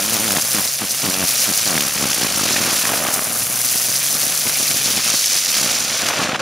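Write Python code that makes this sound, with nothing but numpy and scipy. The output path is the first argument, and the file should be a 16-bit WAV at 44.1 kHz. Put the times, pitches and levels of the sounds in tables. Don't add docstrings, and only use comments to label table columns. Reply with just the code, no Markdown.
import sys
import numpy as np
from scipy import signal
from scipy.fft import rfft, irfft
from scipy.io import wavfile
from scipy.ndimage import uniform_filter1d

SR = 44100
rng = np.random.default_rng(int(sys.argv[2]) if len(sys.argv) > 2 else 0)


def field_ratio(decibels):
    return 10 ** (np.asarray(decibels, dtype=float) / 20)


def inscribe(sig):
    pcm = np.round(np.clip(np.atleast_2d(sig).T, -1, 1) * 32767)
    wavfile.write(sys.argv[1], SR, pcm.astype(np.int16))


N = 282813
T = np.arange(N) / SR
F = np.fft.rfftfreq(N, 1 / SR) + 1

TIRED_FROM_S, FIRST_END_S = 1.93, 2.82
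# start_s, peak_db
TIRED_KNOCKS = [(1.959, -24), (1.97, -28), (1.985, -25), (1.998, -22), (2.012, -22), (2.027, -17),
                (2.04, -16), (2.055, -17), (2.073, -22), (2.094, -30), (2.113, -25), (2.13, -27),
                (2.139, -32), (2.147, -32), (2.166, -28), (2.182, -21), (2.2, -24), (2.214, -18),
                (2.231, -16), (2.247, -17), (2.266, -21), (2.291, -26), (2.312, -25), (2.333, -30),
                (2.355, -28), (2.375, -20), (2.393, -22), (2.412, -18), (2.434, -17), (2.455, -19),
                (2.465, -22), (2.471, -28), (2.483, -24), (2.489, -24), (2.5, -31), (2.508, -20),
                (2.516, -21), (2.532, -21), (2.54, -21), (2.561, -20), (2.582, -19), (2.596, -28),
                (2.605, -20), (2.614, -20), (2.629, -19), (2.651, -20), (2.66, -25), (2.669, -30),
                (2.676, -19), (2.684, -22), (2.696, -24), (2.713, -27), (2.719, -25), (2.728, -21),
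                (2.75, -24), (2.767, -28)]
# start_s, peak_db
EARLY_KNOCKS = [(2.785, -25), (2.839, -21), (2.855, -24), (2.874, -20), (2.89, -21), (2.9, -20),
                (2.918, -20), (2.934, -23), (2.944, -24), (2.961, -23), (2.977, -22), (2.99, -25),
                (3.0, -21), (3.013, -21), (3.025, -22), (3.042, -24), (3.057, -21), (3.084, -21),
                (3.093, -26), (3.107, -27), (3.135, -22), (3.162, -23), (3.177, -22), (3.191, -22),
                (3.221, -25), (3.272, -23), (3.28, -26), (3.301, -25), (3.312, -27), (3.499, -23),
                (3.509, -27), (3.549, -27), (3.745, -26), (3.755, -23), (3.885, -26), (3.894, -24),
                (3.915, -26), (4.152, -22), (4.233, -25), (4.242, -24), (4.269, -25), (4.456, -23),
                (4.465, -20), (4.473, -22), (4.493, -26), (4.599, -22), (4.607, -25), (4.628, -23),
                (4.705, -23), (4.713, -24), (4.743, -23), (4.763, -24), (4.86, -23), (4.878, -21),
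                (4.888, -26)]
# start_s, peak_db
SLOW_KNOCKS = [(4.899, -29), (4.907, -22), (4.938, -25), (4.948, -28), (4.967, -23), (4.977, -18),
               (4.99, -23), (4.998, -28), (5.062, -25), (5.095, -26), (5.117, -25), (5.14, -19),
               (5.357, -28), (5.566, -24), (5.612, -21), (5.626, -20), (5.642, -19), (5.66, -18),
               (5.679, -25), (5.717, -26), (5.736, -25), (5.754, -25), (5.809, -25), (5.848, -24),
               (5.901, -29), (5.916, -23), (5.958, -26), (6.023, -27), (6.033, -19), (6.055, -24),
               (6.064, -27), (6.075, -26), (6.083, -21), (6.095, -28), (6.102, -25), (6.112, -28),
               (6.137, -26), (6.172, -26), (6.179, -26), (6.192, -17), (6.199, -21), (6.216, -18),
               (6.227, -17), (6.247, -19), (6.256, -23), (6.269, -29), (6.29, -17), (6.313, -24),
               (6.331, -17), (6.339, -25), (6.345, -24), (6.354, -23), (6.366, -25), (6.383, -27),
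               (6.392, -25), (6.401, -25)]


def columns(table):
    s, *rest = np.transpose(table)
    return [np.interp(T, s, c) for c in rest]


def unit(x):
    return x / np.sqrt(np.mean(x ** 2))


def walk(rate):
    hold = max(int(SR / rate), 1)
    steps = np.repeat(rng.standard_normal(N // hold + 1), hold)
    w = uniform_filter1d(uniform_filter1d(steps, hold), hold)[:N]
    return w / w.std()


def spans(starts, lengths, values, edge_s):
    out = sum(v * ((T >= s) & (T < s + d)) for s, d, v in zip(starts, lengths, values))
    return uniform_filter1d(out, max(int(edge_s * SR), 1))


def colour(table):
    hz, db = np.transpose(table)
    return field_ratio(np.interp(np.log(F), np.log(hz), db))


def flame(ground_db):
    # start_s, level_db, pressure, sparkle
    burn = [(0, -30, 1.03, 0.47), (.66, -26.5, 0.72, 0.24), (.7, -31.5, 1.1, 0.58), (1.23, -30, 0.87, 0.5),
            (1.36, -28, 1, 0.62), (1.9, -28.5, 0.5, 0.44), (2.66, -25, 0, 0.31), (2.8, -25.5, 0.5, 0.27),
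            (3.1, -26.5, 0.27, -0.2), (3.25, -27.5, 0.66, 0.012), (3.52, -28, 0.89, -0.053),
            (3.68, -28, 1.16, 0.41), (4.4, -28.5, 0.92, 0.41), (5.2, -28, 0.43, 0.78),
            (5.5, -28.5, 0.56, 0.8), (5.9, -30, 0.04, 0.63), (6.1, -28.5, -0.8, 0.42),
            (6.41, -29.5, -3, 0.22)]
    # middle_s, length_s, change_db
    flares = [(0.14, 0.036, 2), (0.823, 0.12, -2.5), (1.283, 0.03, 3), (1.427, 0.037, 2.5),
              (1.496, 0.039, -1), (1.57, 0.058, 1.5), (1.929, 0.045, -1), (2.122, 0.057, 1.5),
              (2.74, 0.061, 1), (3.14, 0.028, 5), (3.772, 0.047, 2), (3.89, 0.057, 1), (4.473, 0.043, 0),
              (4.98, .03, 1), (5.007, 0.051, -3.5), (5.225, 0.12, 0.5), (5.124, 0.016, -6),
              (5.177, 0.028, 1.5), (5.438, 0.061, -2), (5.711, 0.025, 4), (6.081, 0.026, 4.5),
              (6.13, 0.047, -2), (6.227, 0.032, 2.5), (6.273, .03, -3), (6.335, 0.042, -6.5),
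              (6.352, .015, -1)]
    # middle_s, length_s, change_db
    lulls = [(.45, .1, -2), (0.721, 0.091, -1), (0.948, 0.095, 2), (1.374, 0.1, -1), (1.71, .09, -1.5),
             (2.138, .05, -2), (2.33, .06, -2.5), (2.553, 0.35, -0.5), (2.78, 0.069, -1), (3.001, 0.36, 2),
             (3.638, 0.12, -1.5), (4.405, 0.1, -2), (4.6, 0.33, 0.5), (5.244, 0.16, -5.5),
             (5.42, 0.11, -3.5), (5.68, 0.23, 2.5), (5.994, .05, 1), (6.093, 0.16, 1.5), (6.27, 0.13, 0),
             (6.36, .04, -3)]
    level_db, pressure, sparkle = columns(burn)
    middle, length, db = np.transpose(flares)
    flare_db = spans(middle - length / 2, length, db, 0.03)
    middle, length, db = np.transpose(lulls)
    gravel_db = ground_db + spans(middle - length / 2, length, db, 0.063)
    hiss_db = level_db - 0.96 + 0.066 * pressure + 12.4 * sparkle + flare_db
    roar_db = level_db - 0.12 - 3.5 * pressure + 0.089 * sparkle + 0.25 * flare_db + gravel_db
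    rush_db = level_db - 2.9 - 1.74 * pressure + 8.66 * sparkle + 0.25 * flare_db + 0.39 * gravel_db
    fizz_db = level_db + 0.089 + 5.97 * pressure + 0.1 * sparkle + 0.84 * flare_db
    return hiss_db, roar_db, rush_db, fizz_db


def gas(beat, spark_db, fast_db, slow_db):
    sizes_db = np.minimum(4.0 * rng.exponential(size=N), 13)
    struck = rng.random(N) < 1500 / SR
    sparks = struck * field_ratio(sizes_db) * np.sign(rng.standard_normal(N))
    noise = rng.standard_normal((2, N)) * field_ratio(fast_db * walk(220) + slow_db * walk(45))
    noise[0] += field_ratio(spark_db) * unit(sparks)
    return rfft(noise * beat)


def jets(beat, ground_db):
    # pitch_hz, level_db
    roar_points = [(30, -8), (60, -17), (94, -2.5), (126, -3.5), (232, -1.5), (389, -15), (513, -10.5),
                   (757, -10.5), (911, -16.5), (1140, -10.5), (2020, -3.5), (2170, -2), (2470, 0),
                   (5000, -3), (6500, -12), (11000, -120)]
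    # pitch_hz, level_db
    hiss_points = [(1470, -23), (2500, -0.5), (3610, 1.5), (5380, 3.5), (6270, 3), (8070, -5.5),
                   (9200, -2.5), (10800, -1.5), (12400, -6.5), (14700, -5), (15600, -8.5)]
    crossings = (450, 1250, 4150, 8200, 11600)
    roar_tint, hiss_tint = colour(roar_points), colour(hiss_points)
    hiss_db, roar_db, rush_db, fizz_db = flame(ground_db)
    coarse = np.clip((roar_db - hiss_db + 10) / 12, 0, 1)
    roar = roar_tint * gas(beat ** (0.69 + 0.18 * coarse), spark_db=-5.5 + 2.4 * coarse,
                           fast_db=1.36 + 0.63 * coarse, slow_db=0.5)
    rush = roar_tint * gas(beat ** (1.0 + 0.2 * coarse), spark_db=-5 + 2.0 * coarse, fast_db=2.0, slow_db=0.7)
    rush = 0.57 * roar + rush
    beat = np.roll(beat, int(0.0023 * SR))
    hiss = hiss_tint * gas(beat ** 0.5, spark_db=-1.0, fast_db=1.77, slow_db=-0.15)
    fizz = 0.28 * hiss + hiss_tint * gas(beat ** 0.83, spark_db=-4, fast_db=2.3, slow_db=0.3)
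    crest = 0.9 * fizz + hiss_tint * gas(beat ** 0.8, spark_db=-4, fast_db=2.2, slow_db=0.2)

    rumble_db = np.minimum(roar_db, -29.5) - 11.5
    levels = (rumble_db, roar_db - 3.5, rush_db - 0.8, hiss_db - 0.3, fizz_db - 2.5, fizz_db - 5.5)
    parts = (roar, roar, rush, hiss, fizz, crest)
    edges = (0, *crossings, SR)
    direct, diffuse = 0, 0
    for lo, hi, db, (near, around) in zip(edges, edges[1:], levels, parts):
        weight = 1 / np.sqrt((1 + (lo / F) ** 8) * (1 + (F / hi) ** 8))
        gain = field_ratio(db + 0.2 * walk(15) + 1.3 * walk(140))
        direct = direct + gain * unit(irfft(near * weight, N))
        if hi > crossings[2]:
            diffuse = diffuse + gain * unit(irfft(around * weight, N))
    return direct, diffuse


def first_motion():
    # start_s, turns_hz
    free_speed = [
        (0, 97.9),
        (.13, 129.7),
        (.5, 128.4),
        (1.0, 139.8),
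        (1.45, 128.2),
        (1.63, 115),
        (1.8, 101.4),
        (1.95, 76),
        (2.3, 56.15),
        (2.85, 42),
    ]
    # start_s, length_s, thump_db, share of speed lost (0-1)
    scrapes = [(0, 0.15, -36.5, 0.08), (0.132, 0.064, -33.5, 0.25), (0.201, 0.05, -34.5, 0.07),
               (0.252, 0.12, -33.5, 0.25), (0.358, 0.047, -36, 0.43), (0.532, 0.074, -32, 0.3),
               (0.797, 0.068, -34, 0.41), (1.033, 0.075, -30.5, 0.41), (1.112, 0.085, -35.5, 0.31),
               (1.199, 0.055, -29.5, 0.37), (1.348, 0.076, -43.5, 0.01), (1.468, 0.06, -34, 0.42),
               (1.66, 0.12, -32.5, 0.26), (1.768, 0.11, -35.5, 0.25), (1.907, 0.11, -45, 0.09),
               (2.02, 0.073, -31.5, 0), (2.102, 0.093, -27, 0.06), (2.207, 0.06, -31.5, 0.1),
               (2.287, 0.087, -48, 0.01), (2.382, 0.088, -31.5, 0.1), (2.48, 0.19, -30, 0.12),
               (2.676, 0.13, -36, 0.14)]
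    start, length, db, lost = np.transpose(scrapes)
    lag = np.exp(-1 / (0.035 * SR))
    drag = signal.lfilter([1 - lag], [1, -lag], spans(start, length, lost, 0))
    thump = spans(start, length, field_ratio(db), 0.032) + field_ratio(-69)
    contact = np.minimum(thump / field_ratio(-33.5), 1.2)
    return columns(free_speed)[0] * (1 - drag), 20 * np.log10(thump), contact


def turning(hz, wobble=0.006):
    return np.cumsum(hz * (1 + wobble * walk(40))) / SR


def thud(pulses, shift=1):
    # pitch_hz, width_hz, level_db
    modes = [
        (203, 286, 5),
        (557, 410, -3.5),
        (1450, 4500, -19),
        (95, 99, -5.5),
    ]
    push = signal.lfilter(*signal.butter(2, 1200, fs=SR), pulses)
    out = 0
    for i, (hz, width, db) in enumerate(modes):
        peak = signal.iirpeak(shift * hz, hz / width, SR)
        ring = signal.lfilter(*peak, push)
        if i == 0:
            ring = signal.lfilter(*peak, ring)
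        out = out + field_ratio(db) * ring
    return out


def first_body(turns, hz, thump_db, alive):
    late = 0.013 * (100 / hz) ** 2 * walk(130)
    landed = np.maximum.accumulate(np.floor(turns + late))
    pulses = np.diff(landed, prepend=0) * field_ratio(1.8 * walk(110))
    grit = signal.lfilter([1], [1, -0.99], pulses) * rng.standard_normal(N)
    blows = thud(pulses + 0.05 * grit)
    blows = blows / np.sqrt(uniform_filter1d(blows ** 2, SR // 10) + 1e-12)
    touch = field_ratio(thump_db + 6.5 + 0.67 * np.minimum(thump_db + 34.5, 0))
    hum = field_ratio(-43.5 + 8 * np.log10(hz / 125)) * np.sin(2 * np.pi * turns)
    rock = field_ratio(-44.5) * np.clip((T - 2.25) / 0.12, 0, 1) * np.sin(4 * np.pi * turns)
    return alive * (touch * blows * (T < TIRED_FROM_S) + hum + rock)


def spits():
    # start_s, peak_db, pitch_hz
    lumps = [(0.306, -2.5, 1210), (0.142, -9, 3000), (0.391, -8, 5000), (0.567, -10, 2500),
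             (0.676, -1, 4500), (0.817, -9, 1200), (0.366, -0.5, 1820), (1.064, -1, 1999),
             (1.778, -1, 1510), (1.807, 0, 3480), (2.131, -3, 2710), (2.219, 1, 2984), (2.291, -20, 2163),
             (2.315, -16, 1170), (2.336, -14, 2250), (2.466, -24, 773), (2.489, -1, 2513),
             (2.564, -1, 1482), (3.085, -3, 730), (3.068, -3, 1400), (2.892, -2, 1200), (3.002, -9, 710),
             (2.853, -1, 2060), (2.871, -11, 1390), (2.92, -8, 750), (2.976, -24, 710), (3.192, -5, 1480),
             (4.323, -4.5, 2420), (4.496, -3, 2457), (4.712, -3.5, 3260), (4.879, -4, 2510),
             (4.978, -3, 2520), (5.242, 0, 3190), (5.919, -22, 2867), (6.03, -8, 2370), (6.087, 2.5, 1990),
             (6.227, -23, 1830), (6.288, -24, 2323), (6.322, -7, 1333), (6.394, -13, 1310)]
    out, t = np.zeros(N), T[:SR // 80]
    for (s, db, hz), noise in zip(lumps, rng.standard_normal((len(lumps), len(t)))):
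        crack = signal.lfilter(*signal.iirpeak(hz, 1.8, SR), noise * np.exp(-t / 0.0014))
        at = int(s * SR)
        out[at:at + len(t)] += field_ratio(db - 5.5) * crack / abs(crack).max()
    return out


def puffs():
    s, db = np.transpose(TIRED_KNOCKS + EARLY_KNOCKS + SLOW_KNOCKS)
    return spans(s, s * 0 + 0.008, np.minimum(field_ratio(db + 23.0), 1.5), 0.0026)


def knocks():
    out, blow = np.zeros(N), np.arange(SR // 25) == 0
    hits = TIRED_KNOCKS + EARLY_KNOCKS + SLOW_KNOCKS
    for (s, db), spread in zip(hits, rng.standard_normal((len(hits), 1))):
        ring = thud(blow, 1.1 + 0.1 * spread[0])
        peak_db = -18.5 + 1.3 * (s < FIRST_END_S) + 1.14 * (db + 22.5)
        at = int(s * SR)
        out[at:at + len(ring)] += (field_ratio(peak_db) * ring / abs(ring).max())[:N - at]
    return out


def second_body(turns, hum_db, alive):
    octave = field_ratio(-9.5 + 3 * walk(20)) * np.sin(4 * np.pi * turns)
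    hum = np.sin(2 * np.pi * turns) + octave
    return alive * np.sqrt(2) * field_ratio(hum_db + 9.5 + 0.9 * walk(24.9)) * hum


def ports(mid, around):
    # pitch_hz, half_width_hz, phase_rad
    resonances = [
        (7260, 1480, 2.53),
        (10130, 1800, -0.7),
        (12200, 1100, -0.44),
        (13800, 440, 0.3),
    ]
    # on_aim_db, slope_db per aim, bend_db per aim squared
    differences = [
        (-3.5, -5, 6),
        (-3.5, 5.5, -19.5),
        (-3, 16, -19),
        (-9.5, 27.5, -12),
    ]
    # start_s, aim off the flame (0-1)
    swing = [(0, .55), (.32, 0.4), (.64, 0.26), (1.0, 0.83), (1.28, 0.73), (1.6, 0.3), (1.92, 0.09),
             (2.3, 0.05), (2.56, 0.48), (2.88, 0.73), (3.3, 0.4), (3.55, 0.45), (3.84, 0.72), (4.16, 0.4),
             (4.5, 0.28), (4.8, 0.2), (5.12, 0.44), (5.44, 0.85), (5.8, 1)]
    heard = rfft(0.49 * mid + 0.57 * around)
    side, aim = 0, columns(swing)[0]
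    for (hz, width, phase), (on, slope, bend) in zip(resonances, differences):
        ring = np.exp(1j * phase) / (1 + 1j * (F - hz) / width) ** 2
        side = side + field_ratio(on + slope * aim + bend * aim ** 2 + 2.0) * irfft(ring * heard, N)
    return np.array([mid + side, mid - side])


def scene():
    # start_s, turns_hz, hum_db
    second_motion = [(2.6, 21, -71), (2.9, 43.56, -66), (3.24, 108.1, -55), (3.41, 126.6, -52),
                     (3.56, 121.8, -52.5), (3.87, 127.6, -54), (4.11, 144.3, -49.5), (4.38, 144.2, -55),
                     (4.87, 135.1, -51), (5.08, 120, -57), (5.25, 99.9, -67), (5.45, 93.3, -71),
                     (5.6, 65.2, -58), (5.92, 45.05, -63), (6.21, 39.57, -91), (6.41, 29.1, -73)]
    hz1, thump_db, contact = first_motion()
    hz2, hum2_db = columns(second_motion)
    turns1, turns2 = turning(hz1), turning(hz2, wobble=0.012)

    beat1 = np.exp(0.44 * np.cos(2 * np.pi * (turns1 - 0.05)))
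    beat2 = np.exp(0.37 * np.clip(hz2 / 70, 0.4, 1) * np.cos(2 * np.pi * turns2))
    share = np.clip((T - 2.61) / 0.7 + 0.5, 0, 1)
    beat = np.sqrt((1 - share) * beat1 ** 2 + share * beat2 ** 2)
    beat = beat / np.sqrt(uniform_filter1d(beat ** 2, SR // 8))
    ground_db = 4.5 * contact * (T < TIRED_FROM_S) + 2 * puffs()
    jet, around = jets(beat, ground_db)

    first_alive = np.clip((FIRST_END_S - T) / 0.16, 0, 1)
    second_alive = np.clip((T - 3.1) / 0.18, 0, 1)
    bodies = first_body(turns1, hz1, thump_db, first_alive) + second_body(turns2, hum2_db, second_alive)

    choke = np.where((T > 6.367) & (T < 6.393), field_ratio(-12), 1)
    choke = uniform_filter1d(choke, size=200)
    choke = choke * np.interp(T, [6.398, 6.41], [1, 0.55])
    return ports(choke * jet + bodies + knocks() + spits(), choke * around)


def fold_narrow(x, under_db):
    mid, side = signal.stft([x[0] + x[1], x[0] - x[1]], nperseg=2048)[2] / 2
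    bands = np.arange(0, len(mid), 8)
    side_power = np.add.reduceat(abs(side) ** 2, bands)
    mid_power = np.add.reduceat(abs(mid) ** 2, bands)
    wide = side_power > field_ratio(2 * under_db) * mid_power
    side = signal.istft(side * np.repeat(wide, 8, axis=0)[:len(mid)], nperseg=2048)[1][:N]
    return x.mean(axis=0) + np.array([side, -side])


def top_cut(x):
    return signal.sosfilt(signal.butter(12, 16020, fs=SR, output="sos"), x)


def record(dry):
    x = signal.sosfilt(signal.butter(2, 70, "high", fs=SR, output="sos"), dry)
    x = signal.sosfilt(signal.ellip(10, 0.2, 70, 15650, fs=SR, output="sos"), x)
    mix = fold_narrow(np.clip(x, -0.86, 0.86), under_db=-6.5)
    return top_cut(mix)


dry = scene()
out = record(dry)
inscribe(out)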